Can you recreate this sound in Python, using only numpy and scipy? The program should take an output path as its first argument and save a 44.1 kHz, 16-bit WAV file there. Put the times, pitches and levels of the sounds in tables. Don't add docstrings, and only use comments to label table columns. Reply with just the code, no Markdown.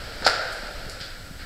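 import sys
import numpy as np
from scipy import signal
from scipy.fft import rfft, irfft
from scipy.io import wavfile
from scipy.ndimage import uniform_filter1d, minimum_filter1d

SR = 44100
rng = np.random.default_rng(int(sys.argv[2]) if len(sys.argv) > 2 else 0)


def inscribe(sig):
    pcm = np.round(np.clip(np.atleast_2d(sig).T, -1, 1) * 32767)
    wavfile.write(sys.argv[1], SR, pcm.astype(np.int16))


N = 63945


def footstep(hall):
    # frequency in Hz, gain in dB.
    knock_eq = [(150, -6), (350, 3.5), (550, 13.5), (760, 14.5), (950, 15.5), (1200, 6), (1500, -1.5),
                (3000, -2.5), (4700, 0), (8000, -1.5), (11000, -2), (15000, -9)]
    # delay in seconds, level in dB relative to the heel.
    wall_slaps = [(.004, 4), (.0066, -5), (.008, -8), (.012, 4), (.0172, -6), (.0237, -8), (.033, -7)]
    # frequency in Hz, gain in dB.
    slap_eq = [(300, -9), (600, 1.5), (1000, 4.5), (1500, 1), (3000, 0), (4700, 2), (8000, -4.5),
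               (11000, -1), (15000, 5)]
    step_s, sole_lag_s, impact_db = 0.265, 0.00132, 19.5
    heel = -undb(impact_db) * click(step_s)
    sole = -undb(impact_db) * click(step_s + sole_lag_s)
    slaps = colour(sum(undb(db) * click(delay) for delay, db in wall_slaps), slap_eq)
    return colour(heel + sole, knock_eq) + convolve(heel, slaps + hall)


def scuffs(hall):
    # start, rise and fade time in seconds, level in dB, centre in Hz.
    scrapes = [(0.22, 0.0045, 0.046, -8, 648), (0.243, 0.0065, 0.048, -6.5, 3940),
               (.518, .006, 0.044, -11, 15000), (.625, 0.014, .025, -17.5, 646),
               (.65, 0.012, 0.035, -25, 3000), (.77, 0.032, 0.032, -29, 3500),
               (.893, .008, 0.041, -15.5, 12100), (1.002, 0.011, 0.062, -15.5, 3340),
               (1.375, 0.029, 0.091, -21.5, 2340)]
    # start in seconds, level in dB, centre in Hz.
    grit = [(0.2232, 10.5, 1700), (.2335, 2, 3500), (.8975, 13.5, 11000), (1.0035, 5, 3040),
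            (1.0125, 3, 3640)]
    grain_samples, grain_spread_db, reverb_send_db = 32, 2, -12
    t, floor = times(), 0
    for start, rise, fade, db, hz in scrapes:
        noise = rng.standard_normal(N)
        roughness = np.repeat(rng.standard_normal(N // grain_samples + 1), grain_samples)[:N]
        grains = noise * undb(grain_spread_db * roughness)
        swell = np.clip((t - start) / rise, 0, 1) * np.exp(-np.maximum(t - start - rise, 0) / fade)
        floor += undb(db) * hump(grains / grains.std() * swell, hz)
    floor += sum(undb(db) * hump(click(start), hz) for start, db, hz in grit)
    return floor + undb(reverb_send_db) * convolve(floor, hall)


def corridor():
    # frequency in Hz, level in dB, seconds to fall by 60 dB.
    tail_bands = [(150, -51, 1.1), (400, -25.5, 0.43), (660, -23, 1.81), (996, -28.5, 1.36),
                  (1550, -27.5, 1.65), (2680, -28, 1.09), (4700, -32.5, 1.04), (7300, -30.5, 0.61),
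                  (12900, -20.5, 0.17)]
    early_db, early_hz, build_s = -13.5, 1400, 0.012
    hz = np.fft.rfftfreq(N, 1 / SR)
    spectrum, tail = rfft(rng.standard_normal(N)), 0
    for band, (_, db, t60) in enumerate(tail_bands):
        share = over_hz(hz, [(row[0], j == band) for j, row in enumerate(tail_bands)])
        tail += undb(db) * irfft(spectrum * share, N) * decay(t60)
    early = undb(early_db) * hump(rng.standard_normal(N), early_hz) * decay(t60=0.14)
    return (tail + early) * (1 - np.exp(-times() / build_s))


def earlier_steps_wash():
    # frequency in Hz, gain in dB.
    wash_eq = [(200, -2), (600, 4.5), (1500, -1.5), (2800, 3.5), (4700, -3.5), (9000, -7.5)]
    # time in seconds, gain in dB.
    wash_ride = [(0, -24.5), (.2, -24), (.6, -25), (.95, -26.5), (1.12, -30), (1.28, -31.5), (1.45, -32.5)]
    return ride(colour(rng.standard_normal(N), wash_eq), wash_ride)


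def microphone(sound):
    # frequency in Hz, gain in dB.
    mic_eq = [(60, -11.5), (320, -10.5), (520, -6), (740, -9.5), (920, -13.5), (1100, -16), (1230, -8.5),
              (1380, 0.5), (1600, -2.5), (1850, -8), (2200, -11.5), (2700, -15.5), (3600, -12.5),
              (4350, -5.5), (5000, -5), (5600, -12), (6300, -23.5), (7200, -17), (9000, -25),
              (11500, -31.5), (15000, -51)]
    case_hz, case_width_hz = 4700, 3200
    radius = np.exp(-np.pi * case_width_hz / SR)
    feedback = np.array([1, -2 * radius * np.cos(2 * np.pi * case_hz / SR), radius ** 2])
    return signal.lfilter(feedback[::-1], feedback, colour(sound, mic_eq))


def handling():
    # start in seconds, level in dB, pitch in Hz.
    hand_bumps = [(0.218, -28.5, 227), (.458, -32, 129), (0.633, -31, 205), (0.864, -27, 150),
                  (0.888, -32.5, 400), (1.012, -26, 111), (1.195, -35.5, 150), (1.311, -25.5, 170)]
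    # frequency in Hz, gain in dB.
    rumble_eq = [(8, -21), (27, -7), (42, -18), (62, -20), (95, -21.5), (160, -30.5), (300, -34.5),
                 (700, -72), (2000, -64.5)]
    # time in seconds, gain in dB.
    rumble_ride = [(0, 2), (.27, 1), (.42, -2.5), (.66, -4), (.8, 2), (1.1, -4), (1.22, 1), (1.45, 2.5)]
    bumps = sum(undb(db) * convolve(click(start), -ring(hz, t60=0.029)) for start, db, hz in hand_bumps)
    rumble = colour(rng.standard_normal(N), rumble_eq)
    return ride(rumble, rumble_ride) + bumps


def hiss():
    # frequency in Hz, gain in dB.
    hiss_eq = [(1000, -50), (6000, -50.5), (10000, -54), (14500, -54), (16000, -81)]
    whistle_hz, whistle_db = 7950, -58.5
    whistle = convolve(rng.standard_normal(N), ring(whistle_hz, t60=0.009))
    return colour(rng.standard_normal(N), hiss_eq) + undb(whistle_db) * whistle / whistle.std()


def undb(db):
    return 10 ** (np.asarray(db) / 20)


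def times():
    return np.arange(N) / SR


def click(start):
    return 1. * (np.arange(N) == round(start * SR))


def decay(t60):
    return undb(-60 * times() / t60)


def ring(hz, t60):
    return np.sin(2 * np.pi * hz * times()) * decay(t60)


def ride(sound, points):
    return sound * undb(np.interp(times(), *np.array(points).T))


def over_hz(hz, points):
    point_hz, values = np.array(points, float).T
    return np.interp(np.log(np.maximum(hz, 1)), np.log(point_hz), values)


def convolve(sound, response):
    return signal.fftconvolve(sound, response)[:N]


def colour(sound, points):
    size = 8192
    gain = undb(over_hz(np.fft.rfftfreq(size, 1 / SR), points))
    cepstrum = irfft(np.log(gain))
    cepstrum[1:size // 2] *= 2
    cepstrum[size // 2 + 1:] = 0
    return convolve(sound, irfft(np.exp(rfft(cepstrum))))


def hump(sound, hz):
    half_width_octaves = 0.68
    bell = [(hz * 2. 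** k, -10 * np.log10(1 + (k / half_width_octaves) ** 4)) for k in range(-4, 5)]
    return colour(sound, bell)


def scene():
    hall = corridor()
    airborne = footstep(hall) + scuffs(hall) + earlier_steps_wash()
    return (microphone(airborne) + handling() + hiss())[None]


def record(dry):
    ceiling, limiter_s, top_hz = 0.95, 0.0008, 15700
    window = int(limiter_s * SR)
    gain = minimum_filter1d(ceiling / np.maximum(np.abs(dry), ceiling), 2 * window)
    limited = dry * uniform_filter1d(gain, window)
    return signal.sosfilt(signal.ellip(10, .2, 80, top_hz, fs=SR, output="sos"), limited)


dry = scene()
out = record(dry)
inscribe(out)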